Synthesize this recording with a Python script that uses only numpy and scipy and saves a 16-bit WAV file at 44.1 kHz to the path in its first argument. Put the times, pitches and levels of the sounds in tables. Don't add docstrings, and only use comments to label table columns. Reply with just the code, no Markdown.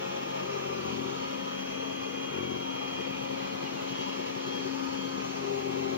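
import sys
import numpy as np
from scipy import signal
from scipy.fft import rfft, irfft, next_fast_len
from scipy.io import wavfile
from scipy.ndimage import uniform_filter1d

SR = 44100
rng = np.random.default_rng(int(sys.argv[2]) if len(sys.argv) > 2 else 0)


def unload_audio(sound):
    columns = np.transpose(np.atleast_2d(sound))
    steps = np.round(np.clip(columns, -1, 1) * 32767)
    wavfile.write(sys.argv[1], SR, steps.astype(np.int16))


N = 263277
TIME = np.arange(N) / SR

# (t/s, speed/turns per s)
FAN_SPEED = [(.35, 271.8), (1.0, 270.5), (1.7, 270.3), (2.3, 269.8), (2.95, 270.1), (3.8, 271.6),
             (4.35, 271.5), (4.57, 270.8), (4.8, 269.0), (5.05, 269.5), (5.45, 270.5), (5.97, 271.1)]
# (t/s, level/dB)
HUM_LEVEL = [(0, -50.5), (.8, -48.5), (.98, -42), (2.31, -42), (2.37, -51), (2.6, -43.5), (2.67, -41.5),
             (4.56, -40.5), (4.65, -33.5), (4.95, -35.5), (5.15, -38), (5.6, -42.5), (5.78, -36.5)]
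# (t/s, level/dB)
OCTAVE_LEVEL = [(0, -44.5), (1.5, -44.5), (2.45, -59.5), (3.3, -41.5), (4.7, -49), (5.97, -47)]
# (t/s, level/dB)
WHINE_CURVE = [(0.0, -57.5), (.33, -54.5), (.6, -58.5), (1.1, -55.5), (1.38, -54), (1.61, -49.5),
               (2.95, -47), (3.2, -51.5), (3.76, -57), (3.99, -47.5), (4.14, -49), (4.32, -59.5),
               (4.57, -44), (4.65, -54), (4.79, -64), (4.92, -57), (4.99, -48.5), (5.1, -50.5),
               (5.19, -56.5), (5.48, -65.5), (5.7, -58.5), (5.78, -60.5), (5.97, -54)]
# (multiple of the shaft speed, level/dB, roughness/0-1, lead of left/rad)
FAN_OVERTONES = [(3, -57, .7, 3.6), (8, -63, .8, 1.5), (10, -63, .8, 1.8), (11, -61, .7, 2.2),
                 (15, -65, .6, 3), (24, -67, .6, 3.1)]

# (f/Hz, density/dB per Hz)
AIR_SPECTRUM = [(350, -100), (500, -70), (600, -74.5), (950, -68.5), (1250, -73), (1500, -78.5),
                (1950, -79.5), (2900, -75.5), (3800, -83), (4300, -84), (6300, -78)]
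# (f/Hz, density/dB per Hz)
HISS_SPECTRUM = [(7900, -93.5), (10000, -96.5), (12500, -98), (14500, -103), (15700, -110)]
# (f/Hz, width/Hz, lift/dB)
DUCT_RESONANCES = [(648, 30, 6.5), (710, 130, 1.5), (841, 130, 3), (1240, 190, 1.5), (2396, 230, 4),
                   (2330, 63, -6), (3174, 200, 4), (4240, 540, 4), (6180, 280, -4.5)]
# (t/s, level/dB)
AIR_SWELL = [(0.0, -55.5), (0.01, -52), (0.65, -49.5), (2.24, -54), (2.31, -57.5), (4.06, -48),
             (5.45, -48.5), (5.94, -50), (5.97, -56)]
# (f/Hz, share, offset/dB)
AIR_FACING = [(1170, 0.18, -0.95), (2940, 0.092, 0), (5860, 0.76, -7), (11600, 0.28, -11.5)]
# (middle t/s, length/s, f/Hz, width/Hz, lift/dB)
VENT_BEAMS = [(0.495, 0.41, 1220, 302, 3.5), (2.2, 2.2, 6130, 400, 9.5), (2.59, 1.9, 3200, 216, 1.5),
              (2.993, 0.62, 2330, 124, 2.5), (4.095, 0.43, 2830, 198, 4.5), (4.398, 1.5, 4270, 392, 3.5),
              (4.848, .5, 605, 148.4, -9.5), (4.9, 0.65, 2440, 348, -1), (5.703, 1.6, 3260, 600, -4)]

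# (multiple of roller speed, free level/dB, loaded level/dB, load/0-1 at which it is fully out)
ROLLER_OVERTONES = [(2, -67, -51, .9), (3, -55, -46.5, .4), (4, -49, -48.5, .7), (5, -54, -42.5, .85),
                    (6, -62, -48, .9), (7, -62, -47.5, 1), (8, -54, -41, .7), (9, -53, -47.5, .6),
                    (10, -55, -54, .8), (11, -61, -53, .7), (12, -62, -54, .9), (13, -63, -55, .9),
                    (14, -60, -53, .9), (19, -64, -53, .9)]
# (multiple of motor speed, free level/dB, loaded level/dB)
MOTOR_OVERTONES = [(2, -56.5, -55.5), (6, -68.5, -57)]
# (t/s, level/dB)
GEAR_MESH_LEVEL = [(0, -49.5), (.4, -46.5), (.8, -53), (1.45, -47), (1.9, -64.5), (2.25, -51), (2.8, -64),
                   (3.9, -50.5), (4.5, -53), (4.8, -47.5), (5.25, -50), (5.5, -57)]
# (t/s, level/dB)
TEETH_LEVEL = [(.2, -56), (.6, -60), (1.7, -58), (2.05, -52), (2.25, -50), (2.5, -51), (2.7, -51),
               (3.1, -49.5), (3.45, -53), (3.9, -63), (5.2, -64), (5.9, -56)]
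# (start t/s, time to bite/s, let-go t/s, release/s, load/0-1, motor level/dB, extra growl/dB, growl f/Hz)
ROLLER_DIGS = [(-.4, .8, .5, .1, .38, -57, 1, 225), (.32, .56, 1.07, .13, .93, -41.5, -.5, 225),
               (2.29, .09, 2.53, .13, 1.0, -50, 1, 312), (5.15, .8, 6.2, .1, .86, -37, -.3, 360)]

# (f/Hz, density/dB per Hz)
SCRUB_SPECTRUM = [(20, -107), (35, -99), (60, -83.5), (115, -77.5), (165, -77), (198, -63.5), (222, -70.5),
                  (255, -65.5), (305, -72), (360, -65), (430, -65.5), (500, -65), (580, -66), (750, -100)]
# (t/s, lift/dB)
SHELL_LIFT = [(0, 0.5), (1.4, -1.5), (3.6, -4), (4.6, 2.5), (4.9, -8), (5.3, 5)]

# (middle t/s, strength/dB)
BODY_ROCKS = [(1.68, -10), (1.8, -13), (1.92, -11), (2.02, -10), (2.12, -11.5), (2.23, -11.5),
              (2.752, -1.5), (2.85, -8), (2.937, -3.5), (3.005, 2), (3.106, -3), (3.229, -0.5),
              (3.321, -2.5), (3.442, -7), (3.544, 3), (3.641, -2), (3.747, -5), (3.832, -1.5), (3.916, 1.5),
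              (4.0, -2), (4.082, 0), (4.189, -1.5), (4.291, -0.5), (4.366, -4), (4.473, 0.5), (4.558, -2.5),
              (4.666, -4), (4.745, -6), (4.853, -3.5), (4.932, -7), (5.066, -8.5), (5.249, -1)]
# (start t/s, length/s, first f/Hz, last f/Hz, level at its middle/dB, lead of left/rad)
WHEEL_SLIPS = [(2.8, .05, 820, 850, -42, 2.9), (3.638, .06, 2920, 2880, -49.5, .5),
               (3.662, .048, 2830, 2670, -51.5, .5), (3.718, .038, 2910, 3040, -51, .5),
               (3.755, .058, 2910, 2610, -48.5, .5), (4.055, .045, 950, 1010, -47, 1.5),
               (4.73, .06, 840, 910, -45, 1.5), (4.855, .06, 860, 1010, -41, 2.4),
               (4.93, .045, 830, 860, -44, 2.4)]
# (middle t/s, f/Hz, level at its middle/dB)
SHELL_BUMPS = [(2.997, 358, -42), (3.747, 380, -50), (3.855, 358, -42), (4.004, 377, -41.5),
               (4.186, 382, -41.5), (4.373, 366, -42), (4.487, 385, -42), (4.555, 389, -43),
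               (4.664, 380, -36), (5.093, 383, -46)]

# (f/Hz, left over right/dB, coherence/0-1, lead of left/rad)
PORT_TABLE = [(58, -1.5, 0.57, 1.8), (131, 2.5, 0.51, 0.17), (234, 10.5, 1, 1.54), (361, 9, 0.77, 0.76),
              (412, 9.5, 0.31, 2.4), (554, 2.5, 1, 3.39), (888, 1, 0.77, 3.23), (1222, 0.6, 0.69, 4.25),
              (2140, 2.5, 0.063, 3.62), (2290, 1, 0.48, 4.02), (3000, 0.5, 0.85, 3.97),
              (3620, -5, 0.083, 3.24), (5650, 0, 0.26, 3.16), (7350, 0, 1, 1.54)]
# (f/Hz, left over right/dB, coherence/0-1, lead of left/rad)
PORT_TABLE_TOP = [(8300, 0, .997, 3.14), (11500, 0, .997, 3.14), (12500, 0, .8, 3.5), (14500, 0, .47, 4.8)]
# (f/Hz, relative depth)
RIPPLE_DEPTH = [(3000, 1), (4500, 1.3), (7000, 1.3), (9000, 1)]

BLADES = 12
WHINE_TRIM_DB, WHINE_CONTRAST = 1.5, 1.13
HUM_ROUGH, WHINE_ROUGH, ROLLER_ROUGH, STRAIN_ROUGH = .16, .15, .2, .33

FLUTTER_DB, FLUTTER_HZ = .45, 40

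FREE_SPEED, SAG_SPEED, INERTIA_S = 47.9, 3.5, .04
GEAR_RATIO = 8.68
BITE_CURVE = .7
FREE_TRIM_DB, LOADED_TRIM_DB = -1.5, -2.7
GROWL_LIFT_DB, GROWL_WIDTH_HZ = 2.5, 40
MOTOR_ONSET, MOTOR_FULL = .28, .44
MOTOR_BAND_HZ = 70
STRAIN_OVERTONE_DB = -10
TEETH_PER_TURN, TEETH_WAVER, TEETH_ROUGH = 51, .004, .8

SHELL_HZ, SHELL_WIDTH_HZ = 395, 50
SCRUB_DB, SCRUB_LOAD_DB = -.8, .7

THROB_HZ, THROB_S, THROB_TRIM_DB = 133.5, .064, -47
THROB_EVERY_S = .0965
ROCK_DB, ROCK_SCRUB_DB = 6, 3.5
BUMP_S = .051
EDGE_HZ = 15750


def amp(db):
    return 10 ** (np.asarray(db) / 20)


def evened(x):
    return x / np.sqrt(np.mean(x ** 2) + 1e-20)


def follow(rows, t=TIME, axis=1):
    table = np.transpose(rows)
    return np.interp(t, table[0], table[axis])


def read(rows, hz, axis=1):
    table = np.transpose(rows)
    return np.interp(np.log(hz + 1), np.log(table[0] + 1), table[axis])


def bell(x, centre, width):
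    return 1 / (1 + (2 * (x - centre) / width) ** 2)


def wander(rate_hz):
    step = 64
    count = next_fast_len(N // step + 2)
    hz = np.fft.rfftfreq(count, step / SR)
    spectrum = rfft(rng.standard_normal(count)) / (1 + (hz / rate_hz) ** 4)
    slow = evened(irfft(spectrum, count))
    return np.interp(TIME, np.arange(count) * step / SR, slow)


def balance(side_db):
    pair = np.array([amp(side_db), np.ones_like(side_db)])
    return pair / np.sqrt((pair ** 2).mean(0))


def ports(hz):
    return [read(PORT_TABLE + PORT_TABLE_TOP, hz, axis=k) for k in (1, 2, 3)]


def tone(turns, db, side_db, lead, rough, flutter_hz):
    shake = np.array([wander(flutter_hz) + 1j * wander(flutter_hz) for _ in range(3)]) / np.sqrt(2)
    carrier = (1 + rough * (shake[0] + .5 * shake[1:])) / np.sqrt(1 + rough ** 2)
    port_phase = np.exp(1j * np.array([[lead], [0]]))
    wave = carrier * np.exp(2j * np.pi * turns) * port_phase
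    return np.sqrt(2) * amp(db) * balance(side_db)[:, None] * wave.real


def chirp(start, length, first_hz, last_hz, level_db, side_db, lead):
    at = np.flatnonzero((TIME >= start) & (TIME < start + length))
    part = (TIME[at] - start) / length
    glide_hz = first_hz + (last_hz - first_hz) * part
    turns = np.cumsum(glide_hz * (1 + .009 * wander(70)[at])) / SR
    wave = np.sin(np.pi * part) * np.cos(2 * np.pi * turns + np.array([[lead], [0]]))
    out = np.zeros((2, N))
    out[:, at] = np.sqrt(2) * amp(level_db) * balance(side_db)[:, None] * wave
    return out


def turbulence(level_db, ripple_db, flicker_db, size=2048):
    hop = size // 4
    t = np.arange(N // hop + 5)[:, None] * hop / SR
    hz = np.fft.rfftfreq(size, 1 / SR)
    a, b, c, d, ripple, flicker = rng.standard_normal((6, len(t), len(hz)))
    ripple = evened(uniform_filter1d(uniform_filter1d(ripple, size=45, axis=0), size=2, axis=1))
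    flicker = evened(uniform_filter1d(uniform_filter1d(flicker, size=6, axis=0), size=40, axis=1))
    side_db, same, lead = ports(hz)
    same = np.clip(same, 0, 1)
    right = a + 1j * b
    left = (same * right + np.sqrt(1 - same ** 2) * (c + 1j * d)) * np.exp(1j * lead)
    spectrum = np.array([left, right]) * balance(side_db)[:, None]
    bin_width = 1.5 * SR / size
    shaped_db = level_db(t, hz) + ripple_db * read(RIPPLE_DEPTH, hz) * ripple + flicker_db * flicker
    spectrum *= amp(shaped_db) * np.sqrt(bin_width)
    return signal.istft(spectrum.swapaxes(1, 2), nperseg=size, noverlap=size - hop)[1][:, :N]


def grip(start, bite_s, end, release_s, load, t=TIME):
    bite = np.clip((t - start) / bite_s, 0, 1) ** BITE_CURVE
    return load * bite * np.clip(1 - (t - end) / release_s, 0, 1)


def drag(t=TIME):
    return np.max([grip(*dig, t) for *dig, _, _, _ in ROLLER_DIGS], axis=0)


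def rocking():
    swell = np.zeros(N)
    for middle, level_db in BODY_ROCKS:
        part = swell[round((middle - THROB_S / 2) * SR):][:round(THROB_S * SR)]
        part += amp(level_db) * np.sin(np.linspace(0, np.pi, len(part))) ** 2
    return swell


def pressure(rock):
    return rock - uniform_filter1d(rock, size=round(THROB_EVERY_S * SR))


def fan():
    turns = np.cumsum(follow(FAN_SPEED) * (1 + .00063 * wander(5.7))) / SR
    out = tone(turns, follow(HUM_LEVEL), side_db=17.0, lead=-1.15, rough=HUM_ROUGH, flutter_hz=14)
    out += tone(2 * turns, follow(OCTAVE_LEVEL), side_db=5.5, lead=3.37, rough=.18, flutter_hz=5.0)
    beam = follow(WHINE_CURVE)
    whine_db = beam.mean() + WHINE_TRIM_DB + WHINE_CONTRAST * (beam - beam.mean())
    out += tone(BLADES * turns, whine_db, side_db=3.5, lead=-1.35, rough=WHINE_ROUGH, flutter_hz=29.4)
    for multiple, level_db, rough, lead in FAN_OVERTONES:
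        side_db = ports(round(multiple) * follow(FAN_SPEED).mean())[0]
        out += tone(round(multiple) * turns, level_db, side_db, lead, rough, flutter_hz=2.2)
    return out


def air():
    def level_db(t, hz):
        duct = sum(db * bell(hz, centre, width) for centre, width, db in DUCT_RESONANCES)
        beams = sum(db * bell(t, middle, length) * bell(hz, centre, width)
                    for middle, length, centre, width, db in VENT_BEAMS)
        swell = follow(AIR_SWELL, t) - follow(AIR_SWELL).mean()
        facing = read(AIR_FACING, hz) * swell + read(AIR_FACING, hz, axis=2)
        return read(AIR_SPECTRUM + HISS_SPECTRUM, hz) + duct + beams + facing
    return amp(FLUTTER_DB * wander(FLUTTER_HZ)) * turbulence(level_db, ripple_db=2.6, flicker_db=.7)


def roller(turns, speed, load, rock):
    sway = .012 * uniform_filter1d(rock, size=SR // 4) * wander(12) / rock.mean()
    press_db = ROCK_DB * pressure(rock)
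    grips = [(grip(*dig), db, hz) for *dig, _, db, hz in ROLLER_DIGS]
    out = np.zeros((2, N))
    for multiple, free_db, loaded_db, full_load in ROLLER_OVERTONES:
        growl = np.minimum(load / full_load, 1) ** 2
        side_db, _, lead = ports(round(multiple) * speed.mean())
        line_hz = multiple * (FREE_SPEED - SAG_SPEED)
        extra_db = sum(held * (db + GROWL_LIFT_DB * bell(line_hz, hz, GROWL_WIDTH_HZ))
                       for held, db, hz in grips)
        free_part = (1 - growl) * (free_db + FREE_TRIM_DB + press_db)
        loaded_part = growl * (loaded_db + LOADED_TRIM_DB + extra_db)
        out += tone(round(multiple) * (turns + sway), free_part + loaded_part, side_db, lead,
                    ROLLER_ROUGH, flutter_hz=9)
    return out


def motor(turns, speed, load):
    shaft = GEAR_RATIO * turns
    strain = sum(amp(db) * np.interp(grip(*dig), [MOTOR_ONSET, MOTOR_FULL], [0, 1])
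                 for *dig, db, _, _ in ROLLER_DIGS)
    shell_db = 10 * np.log10(bell(GEAR_RATIO * speed, SHELL_HZ, MOTOR_BAND_HZ))
    out = strain * tone(shaft, shell_db, side_db=20.0, lead=.4, rough=STRAIN_ROUGH, flutter_hz=22)
    out += strain * tone(2 * shaft, shell_db + STRAIN_OVERTONE_DB, side_db=5, lead=2.8, rough=.87,
                         flutter_hz=25)
    out += tone(3 * shaft, follow(GEAR_MESH_LEVEL), side_db=2, lead=4.3, rough=.6, flutter_hz=24)
    for multiple, free_db, loaded_db in MOTOR_OVERTONES:
        level_db = free_db + load * (loaded_db - free_db)
        out += tone(round(multiple) * shaft, level_db, side_db=1.5, lead=4.07, rough=.6, flutter_hz=14)
    return out


def gear_teeth(speed):
    teeth = TEETH_PER_TURN * np.cumsum(speed * (1 + TEETH_WAVER * wander(7))) / SR
    return tone(teeth, follow(TEETH_LEVEL), side_db=.5, lead=4.5, rough=TEETH_ROUGH, flutter_hz=35)


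def brush(rock):
    load = drag()
    keep = np.exp(-1 / (INERTIA_S * SR))
    speed = FREE_SPEED - SAG_SPEED * signal.lfilter([1 - keep], [1, -keep], load)
    turns = np.cumsum(speed * (1 + .003 * wander(9))) / SR
    return roller(turns, speed, load, rock) + motor(turns, speed, load) + gear_teeth(speed)


def scrub(rock):
    def level_db(t, hz):
        shell = follow(SHELL_LIFT, t) * bell(hz, SHELL_HZ, SHELL_WIDTH_HZ)
        return read(SCRUB_SPECTRUM, hz) + SCRUB_DB + SCRUB_LOAD_DB * drag(t) + shell
    rumble = turbulence(level_db, ripple_db=2.0, flicker_db=1.0, size=4096)
    return amp(ROCK_SCRUB_DB * pressure(rock)) * rumble


def throb(rock):
    turns = np.cumsum(THROB_HZ * (1 + .035 * wander(8))) / SR
    return rock * tone(turns, THROB_TRIM_DB, side_db=6.5, lead=1.0, rough=.31, flutter_hz=29)


def squeak():
    return sum(chirp(*slip, side_db=6.0, lead=lead) for *slip, lead in WHEEL_SLIPS)


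def bumps():
    return sum(chirp(middle - BUMP_S / 2, BUMP_S, hz, hz, db, side_db=14.0, lead=1.0)
               for middle, hz, db in SHELL_BUMPS)


def scene():
    rock = rocking()
    return fan() + air() + brush(rock) + scrub(rock) + throb(rock) + squeak() + bumps()


def record(dry):
    lowpass = signal.firwin(1023, EDGE_HZ, window=("kaiser", 9), fs=SR)
    return signal.oaconvolve(dry, lowpass[None], "same", axes=1)


dry = scene()
out = record(dry)
unload_audio(out)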